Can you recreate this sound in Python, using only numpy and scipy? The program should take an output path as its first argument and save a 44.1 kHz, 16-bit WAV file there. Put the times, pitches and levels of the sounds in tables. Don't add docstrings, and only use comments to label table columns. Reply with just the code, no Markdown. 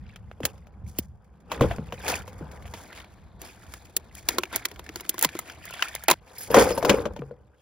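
import sys
import numpy as np
from scipy import signal
from scipy.fft import rfft, irfft, next_fast_len
from scipy.io import wavfile
from scipy.ndimage import uniform_filter1d

SR = 44100
rng = np.random.default_rng(int(sys.argv[2]) if len(sys.argv) > 2 else 0)


def digitize_waveform(pressure):
    field = np.atleast_2d(pressure).T
    bounded = np.clip(field, -1, 1)
    quanta = np.round(bounded * 32767).astype(np.int16)
    wavfile.write(sys.argv[1], SR, quanta)


def invert_db(x):
    u = np.asarray(x, float) / 20
    return 10 ** u


N = 335601
T = np.arange(N) / SR

# [t/s, mean level/dB]
RUMBLE_LEVEL = [(0, -45), (1.0, -46), (1.035, -52.5), (1.55, -48), (1.66, -28), (1.8, -40.5), (3.2, -50),
                (6.45, -55), (6.58, -35.5), (7.0, -37), (7.6, -64)]
# [f/Hz, level/dB per Hz]
RUMBLE_COLOUR = [(20, -34.5), (66, -2.5), (160, -16), (200, -13), (260, -29.5), (1340, -44.5), (8000, -83),
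                 (17600, -120)]
# [f/Hz, level/dB per Hz]
GRIT_COLOUR = [(1300, -2.5), (2100, 1.5), (4000, -7.5), (7000, -17), (17000, -31)]

# [t/s, grit level/dB, body level/dB]
HANDLING = [(0, -72.5, -66.5), (1.031, -74.5, -64), (1.07, -80.5, -71), (1.48, -72.5, -65.5),
            (1.9, -63.5, -60.5), (2.45, -58.5, -51), (3.2, -67, -63), (4.2, -62, -60), (4.5, -62.5, -58),
            (5.398, -47.5, -56), (5.6, -75, -57.5), (6.121, -52, -100.5), (6.168, -93.5, -68.5),
            (6.28, -56, -57.5), (7.0, -65.5, -50), (7.37, -108, -77.5), (7.61, -64, -79)]
# [peak t/s, grit level/dB, treble over grit/dB, low body over grit/dB, time to fade by 20 dB/s]
JOLTS = [(0.444, -47, 1, 6.5, 0.1), (1.524, -44.5, -5, 8, 0.43), (1.638, -37.5, -2.5, 17, 0.0577),
         (3.426, -47.5, -0.5, -3.5, 0.2), (4.293, -40.5, 1.5, -14, 0.15), (4.549, -32, -2.5, -10, 0.09),
         (5.243, -27, -1, -11, 0.0371), (6.524, -45, -2.5, 15, 0.57), (6.571, -17.5, 1.5, 9.5, 0.1012),
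         (7.064, -53.5, -17, 24, 0.05)]
# [peak t/s, grit level/dB, treble over grit/dB, low body over grit/dB, time to rise or fade by 20 dB/s]
SLIDES = [(0.09, -57.5, -16, -24, 0.13), (0.89, -62.5, 13.5, -15, 0.048), (0.99, -56, 8, -5, 0.07),
          (1.721, -39, -4.5, -3, 0.069), (2.106, -29, 0, -1, 0.096), (2.80, -54.5, 7.5, 0, 0.23),
          (2.978, -44, -5.5, -8.5, 0.13), (3.73, -55, 3, -6, 0.21), (4.183, -50, 5.5, -17, 0.064),
          (4.35, -57.5, -2, 20.5, 0.09), (5.49, -42.5, -1, -11, 0.075), (5.827, -37, -4, -17, 0.26),
          (6.436, -47.5, 8, -34, 0.11), (6.751, -48.5, 1, 13.5, 0.21), (6.916, -34, -2, 16, 0.12)]
# [grit level at start/dB, at end/dB, treble over grit/dB, low body over grit/dB, high body over grit/dB]
LID_TEAR = (-23, -31, -4, -6, 2)
# [start t/s, end t/s]
LID_TEAR_S = (6.084, 6.14)
# [start t/s, end t/s]
IN_HAND_S = (2.8, 6.2)

# [t/s, level/dB, start f/Hz, t60/s]
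THUMPS = [(0.404, -26, 698, 0.084), (0.439, -24, 222.5, 0.1), (0.99, -23, 420, 0.055),
          (0.993, -24.5, 221, 0.087), (1.613, -11, 523, 0.074), (1.784, -30.5, 532, 0.37),
          (2.41, -30.5, 498, 0.24), (5.25, -22, 483, 0.076), (6.114, -22.5, 480, 0.067),
          (7.192, -30, 461, 0.38)]
# [t/s, level/dB, f/Hz, t60/s]
COLLAR = (.988, -11, 15300, .016)
# [t/s, level of small parts/dB, level of large ring/dB]
JINGLE = [(6.382, -20, -39.5), (6.408, -19.5, -54), (6.429, -21.5, -46), (6.513, -17.5, -42),
          (6.6675, -32, -42.5), (6.706, -28, -48), (6.7218, -28.5, -32), (6.75, -23.5, -41.5),
          (6.781, -24.5, -40.5), (6.847, -25, -37.5), (6.9687, -31, -48.5)]

# [t/s, crack level/dB, treble over crack/dB, low ring over crack/dB, high ring over crack/dB]
CHUCK_BLOWS = [(0.16, -32, -8, -17, -7), (0.314, -38.5, -17, -9, 8), (0.405, -42, 0, 4, 5),
               (0.4326, -24.5, -16, 2, -17.5), (0.4526, -7.5, 2.5, -22, -8), (0.579, -48, -5, -15, -3),
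               (0.6698, -44.5, -7, -7, 3), (0.9867, -19.5, 6, -3, -1.5)]
LIFT_BLOWS = [(1.517, -19, -8.5, -8, 4.5), (1.6096, -21, -4, 16, 8.5), (1.6205, -20, -23, 16.5, -13),
              (1.7112, -21.5, -21, -28, 5), (1.7839, -44, -8, 25.5, 18), (1.9236, -26, -11, 7, 6),
              (2.0804, -15, -0.5, -30, -9), (2.12, -25.5, -5, -13, -9), (2.2777, -36.5, -3, 6, 7),
              (2.4125, -56.5, -31, 29.5, 19), (2.655, -39.5, -18, -12, 5), (2.7376, -30, -6.5, 1, 6)]
BOX_BLOWS = [(3.4171, -28.5, 6.5, -1, -35), (3.7383, -22.5, -3.5, -20, -15), (3.9664, -10.5, 7.5, -15, -48),
             (4.1515, -33.5, 7.5, -33, -20), (4.2879, -4, 3.5, -19.5, -10.5), (4.3841, -9, 1, -0.5, -2.5),
             (4.4348, -13.5, -9, -11, -8), (4.5284, -27.5, -1.5, 3, 4.5), (4.5602, -13.5, 8.5, -15, -15),
             (4.6542, -8.5, -2, -17, -20), (4.7147, -31, -1, -6, -6), (4.794, -27, -1, -4, -4),
             (4.8913, -24.5, -10, -2, -6.5), (4.9587, -17.5, -1, -6.5, -10.5), (5.0078, -28.5, 6, -3.5, -3),
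             (5.051, -33.5, -8, -4, -7), (5.0935, -12, 11, -15, -44), (5.1427, -30, 2.5, 0, -4),
             (5.1811, -21.5, -1, -8, -10), (5.1918, -22.5, 13.5, -15, -16), (5.2123, -20.5, 5, -28, -30.5),
             (5.226, -11, 12.5, -18, -3.5), (5.2375, -15.5, 3.5, -25.5, -18.5), (5.2475, -3, 3, -20, -5),
             (5.3519, -28, -4.5, 6.5, 1), (5.3904, -20.5, 11, -37, -2), (5.654, -34, 14.5, -9, 0.5),
             (5.708, -35, 9, -17, 7), (5.739, -35.5, 8, -6, 9.5), (5.8242, -4, -11.5, -39, -16),
             (5.9512, -20, 10, -30, -5.5), (6.0376, -31.5, 11.5, -13, -0.5), (6.0834, -5, 3.5, -41, -2.5),
             (6.1011, -11, 9, -19.5, 0.5), (6.112, -2.5, 4.5, -13.5, -0.5)]
BELT_BLOWS = [(6.5033, -32, -4, 22.4, 8), (6.5434, -6, -11, 4.8, 7.5), (6.7057, -22.5, -3.5, 13.2, 8),
              (6.7771, -24.5, 1, 12.7, 14.5), (6.8269, -25, -3.5, 12, 12.5), (6.8488, -16.5, -1.5, 10, 7.5),
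              (6.8952, -3.5, -7.5, 5.4, 1), (6.936, -28.5, -39, 24, 11), (6.9854, -38, -5.5, 25.4, 18),
              (7.055, -24, -10.5, 11.9, 8.5), (7.163, -35.5, -9.5, 11, 7.5), (7.22, -50, -48.5, 32, 21),
              (7.3103, -60.5, -49, 37, 22.5)]
# [t/s, crack level/dB]
CLICKS = [(2.5138, -41), (2.574, -50), (2.6236, -43), (2.6783, -40), (2.7741, -42), (2.9282, -35),
          (2.9603, -41), (2.976, -38), (3.001, -37), (3.0443, -43), (4.4544, -34), (4.651, -23),
          (4.76, -38.5), (4.8638, -34.5), (4.999, -30), (5.2903, -28), (5.4985, -29), (5.7954, -39),
          (5.9606, -28.5), (7.192, -41.5)]
# [treble over crack/dB, low ring over crack/dB, high ring over crack/dB]
CLICK_COLOUR = (-5.5, -16, 0.75)

# [f/Hz, relative level/dB, t60/s]
CHUCK_MODES = [(198, -0.5, 0.0069), (341, -7, 0.022), (660, 2.5, 0.014), (1380, -1.5, 0.0044)]
BOX_MODES = [(271, -3.5, 0.0087), (358, -0.5, 0.058), (455, -1.5, 0.03), (698, 8, 0.014), (990, 6.5, 0.044),
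             (1336, 2.5, 0.066), (1994, -2.5, 0.068), (3970, -2.5, .025)]
LINER_MODES = [(134.6, -15, 0.2), (210, -6, 0.12), (304, 2, 0.042), (480, 7, 0.09), (538.2, 6.5, 0.061),
               (677.3, -1.5, 0.1), (959, -1.5, 0.05), (1095.6, -3.5, 0.044), (1400, -5, 0.04)]
CLICK_MODES = [(420, 0, .02), (1750, -0.44, 0.041), (2200, 2, .04), (2800, -2.7, 0.026)]
BUCKLE_MODES = [(9300, -2, 0.035), (10060, 1.5, 0.07), (11450, -3, 0.1), (12370, -3, .14), (12900, 6, 0.06),
                (14300, -2, .07), (15600, -2, .05)]
LARGE_RING = [(5036, 0, 0.089)]

# [f/Hz, level/dB]
TREBLE_COLOUR = [(7300, -0.5), (8500, -15.5), (9600, -5), (12500, -1), (13500, -20), (14400, -2.5),
                 (15400, 0), (16600, -22)]
# [f/Hz, phase/rad]
PORT_PHASE = [(0, 0), (4600, -.4), (16700, -13)]

RING_SPLIT_HZ, CRACK_SPLIT_HZ, TREBLE_HZ, TOP_HZ = 600, 3200, 7000, 16600


def band(x, lo_hz, hi_hz):
    return signal.sosfilt(signal.butter(3, [lo_hz, hi_hz], "band", fs=SR, output="sos"), x)


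def colour(x, points):
    hz, db = np.transpose(points)
    n = next_fast_len(N)
    bin_hz = np.arange(n // 2 + 1) * SR / n
    weight = invert_db(np.interp(np.log(bin_hz + 1), np.log(hz), db))
    y = irfft(rfft(x, n) * weight, n)[..., :N]
    return y / np.std(y)


def walk(rate):
    k = int(SR / rate)
    y = uniform_filter1d(uniform_filter1d(rng.standard_normal(N), k), k)
    return y / np.std(y)


def sides(pan_db):
    return invert_db(np.array([[pan_db], [-pan_db]]) / 2)


def add(out, s, x):
    i = int(s * SR)
    out[:, i:i + x.shape[-1]] += x[:, :N - i]


def decay(t, t60):
    return np.exp(-np.log(1000) * t / t60)


def split(modes):
    low = [m for m in modes if m[0] < RING_SPLIT_HZ]
    high = [m for m in modes if m[0] >= RING_SPLIT_HZ]
    return low, high


def outdoors():
    mid, side = rng.standard_normal((2, N))
    air = colour(mid + 0.3 * side * np.array([[1], [-1]]), RUMBLE_COLOUR)
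    upper = band(air, 130, TOP_HZ)
    bass = air - upper
    gusty = bass * invert_db(2.5 * walk(12)) + upper * invert_db(3 * walk(4))
    return gusty * invert_db(np.interp(T, *np.transpose(RUMBLE_LEVEL)))


def grains(rate, spread_db, smear_s, alike):
    size = (rng.random(N) < rate / SR) * invert_db(spread_db * rng.exponential(size=N))
    fade = np.exp(-1 / (smear_s * SR))
    puff = np.sqrt(signal.lfilter([1], [1, -fade], size ** 2) + 0.083)
    mid, side = rng.standard_normal((2, N)) * puff
    return mid + np.sqrt((1 - alike) / (1 + alike)) * side * np.array([[1], [-1]])


def ticks(rate, spread_db, sharp):
    out = np.zeros((2, N))
    for hz in np.geomspace(1400, 7000, num=18):
        hits = (rng.random(N) < rate / SR) * invert_db(spread_db * rng.standard_normal(N))
        place = rng.random(N)
        placed = hits * np.array([.5 + place, 1.5 - place])
        out += signal.lfilter(*signal.iirpeak(hz, sharp, fs=SR), placed) * np.sqrt(sharp / hz)
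    return out


def hollow(shake, modes):
    y = sum(invert_db(db) * band(shake, 0.852 * hz, 1.134 * hz) / np.sqrt(hz) for hz, db, _ in modes)
    return y / np.std(y)


def tear():
    (start, end), (first_db, last_db, treble_db, low_db, high_db) = LID_TEAR_S, LID_TEAR
    db = np.interp(T, [start - .003, start, end, end + .008], [-90, first_db, last_db, -90])
    return invert_db(db + np.array([[0], [treble_db], [low_db], [high_db]])) ** 2


def activity():
    s, grit_db, body_db = np.transpose(HANDLING)
    grit_db, body_db = np.interp(T, s, grit_db), np.interp(T, s, body_db)
    treble_over_grit_db, high_over_low_db = -2, 1
    power = invert_db([grit_db, grit_db + treble_over_grit_db, body_db, body_db + high_over_low_db]) ** 2
    jolt_rise_s = 0.036
    swells = [row + (jolt_rise_s,) for row in JOLTS] + [row + row[-1:] for row in SLIDES]
    for s, db, treble_db, low_db, fade_s, rise_s in swells:
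        near = slice(max(int((s - 3 * rise_s) * SR), 0), int((s + 3 * fade_s) * SR))
        late = T[near] - s
        shape = invert_db(db - 20 * np.maximum(late / fade_s, -late / rise_s)) ** 2
        high_db = 0.51 * low_db + 1
        power[:, near] += shape * invert_db([[0], [treble_db], [low_db], [high_db]]) ** 2
    return np.sqrt(power + tear())


def rustle():
    grit = colour(grains(350, 3.2, 0.003, 0.1), GRIT_COLOUR)
    screws = colour(ticks(70, 6.0, 16.), GRIT_COLOUR)
    stir, edges = walk(45), np.geomspace(1200, TREBLE_HZ, num=6)
    mids = np.zeros((2, N))
    for lo_hz, hi_hz in zip(edges, edges[1:]):
        mids += band(grit + 1.4 * screws, lo_hz, hi_hz) * invert_db(1.8 * stir + 1.6 * walk(30))
    top = band(grit + 1.5 * grit.mean(0), TREBLE_HZ, TOP_HZ) * invert_db(1.8 * stir)
    shake = grains(400, 1.3, .004, .8) * sides(2.2)
    held = (T > IN_HAND_S[0]) & (T < IN_HAND_S[1])
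    low, high = (np.where(held, hollow(shake, box), hollow(shake, liner))
                 for box, liner in zip(split(BOX_MODES), split(LINER_MODES)))
    return sum(gain * x / np.std(x) for x, gain in zip((mids, top, low, high), activity()))


def thumps():
    out, t = np.zeros((2, N)), np.arange(int(.4 * SR)) / SR
    end_share, glide_s = .3, .005
    for s, db, hz, t60 in THUMPS:
        pitch = hz * (end_share + (1 - end_share) * np.exp(-t / glide_s))
        swing = np.sin(2 * np.pi * np.cumsum(pitch) / SR) * decay(t, t60)
        add(out, s, swing * invert_db(db) * sides(1.8))
    return out


def ring(modes, t, chance, scatter_db, drift):
    hz, db, t60 = np.array(modes, float).T[:, :, None]
    k = len(modes)
    detune, strength = chance[:k, None], chance[k:2 * k, None]
    phase = 2 * np.pi * hz * (1 + drift * detune) * t
    y = (invert_db(db + scatter_db * strength) * np.sin(phase) * decay(t, t60)).sum(0)
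    return y / np.abs(y).max()


def buckles():
    out, t = np.zeros((2, N)), np.arange(int(.3 * SR)) / SR
    for s, db, large_db in JINGLE:
        chatter = 1 + 3.5 * band(rng.standard_normal(len(t)), 40, 600)
        chance = rng.standard_normal(16)
        small = invert_db(db) * ring(BUCKLE_MODES, t, chance, 6., .004)
        large = invert_db(large_db) * ring(LARGE_RING, t, chance, 0, .003)
        add(out, s, (small + large) * chatter * sides(-1.5))
    return out


def collar():
    out, t = np.zeros((2, N)), np.arange(int(.05 * SR)) / SR
    s, db, hz, t60 = COLLAR
    add(out, s, np.sin(2 * np.pi * hz * t) * decay(t, t60) * invert_db(db) * sides(-3))
    return out


def blows(table, modes, crack_s, tail_s, tail_db, pan_db):
    out, lead_s, swell_s = np.zeros((2, N)), .008, 0.00066
    length_s = min(.25, .07 + max(m[2] for m in modes))
    since = np.arange(int(length_s * SR)) / SR - lead_s
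    t = np.maximum(since, 0)
    tail_shape = invert_db(tail_db) * np.exp(-t / tail_s + (since - t) / swell_s)
    low, high = split(modes)
    for s, db, treble_db, low_db, high_db in table:
        chance, noise = rng.standard_normal((2, 12)), rng.standard_normal((2, len(t)))
        snap = noise[0] * t / crack_s * np.exp(1 - t / crack_s)
        tail = (noise[0] + .55 * noise[1] * np.array([[1], [-1]])) * tail_shape
        upper = band(snap + 2.41 * tail, CRACK_SPLIT_HZ, TREBLE_HZ)
        mids = band(snap + tail, 1100, CRACK_SPLIT_HZ) + invert_db(0.82 * treble_db - 7.0) * upper
        top = band(snap + 5.3 * tail, TREBLE_HZ, TOP_HZ)
        crack = mids / np.abs(mids).max() + invert_db(treble_db) * top / np.abs(top).max()
        rough = 1 + 5 * band(noise[1], 20, 140)
        low_ring = rough * ring(low, t, chance[0], 3.7, 0.06) * (1 - np.exp(-t / 0.0014))
        high_ring = band(rough * ring(high, t, chance[1], 4.5, .06) * np.exp(-t / .014), 400, 5000)
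        x = crack + invert_db(low_db) * low_ring + invert_db(high_db) * high_ring
        add(out, s - lead_s, x * invert_db(db) * sides(pan_db))
    return out


def weighted(modes, tilt_db):
    return [(hz, db + tilt_db * np.log2(hz / RING_SPLIT_HZ), t60) for hz, db, t60 in modes]


def clicks():
    table = [row + CLICK_COLOUR for row in CLICKS]
    return blows(table, CLICK_MODES, crack_s=.0004, tail_s=0.0044, tail_db=0, pan_db=0.36)


def chuck():
    return blows(CHUCK_BLOWS, CHUCK_MODES, crack_s=0.00035, tail_s=0.0049, tail_db=0, pan_db=-0.79)


def box_lifted():
    modes = weighted(LINER_MODES, -8.0)
    return blows(LIFT_BLOWS, modes, crack_s=0.00088, tail_s=0.013, tail_db=0, pan_db=1.0)


def box_opened():
    return blows(BOX_BLOWS, BOX_MODES, crack_s=0.000071, tail_s=0.003, tail_db=0, pan_db=0.284)


def belt():
    return blows(BELT_BLOWS, LINER_MODES, crack_s=0.0004, tail_s=0.0087, tail_db=12, pan_db=3.6)


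def scene():
    background = outdoors() + rustle() + thumps()
    metal = buckles() + collar()
    return background + metal + clicks() + chuck() + box_lifted() + box_opened() + belt()


def top_cut(x):
    return signal.sosfilt(signal.butter(12, 17140, fs=SR, output="sos"), x)


def record(dry):
    n = next_fast_len(N)
    hz = np.arange(n // 2 + 1) * SR / n
    turn = np.exp(.5j * np.interp(hz, *np.transpose(PORT_PHASE)))
    treble = invert_db(np.interp(hz, *np.transpose(TREBLE_COLOUR)))
    ports = irfft(rfft(dry, n) * treble * np.array([turn, turn.conj()]), n)[:, :N]
    low_pass = signal.ellip(8, .2, 70, TOP_HZ, fs=SR, output="sos")
    mix = signal.sosfilt(low_pass, np.tanh(ports))
    return top_cut(mix)


dry = scene()
out = record(dry)
digitize_waveform(out)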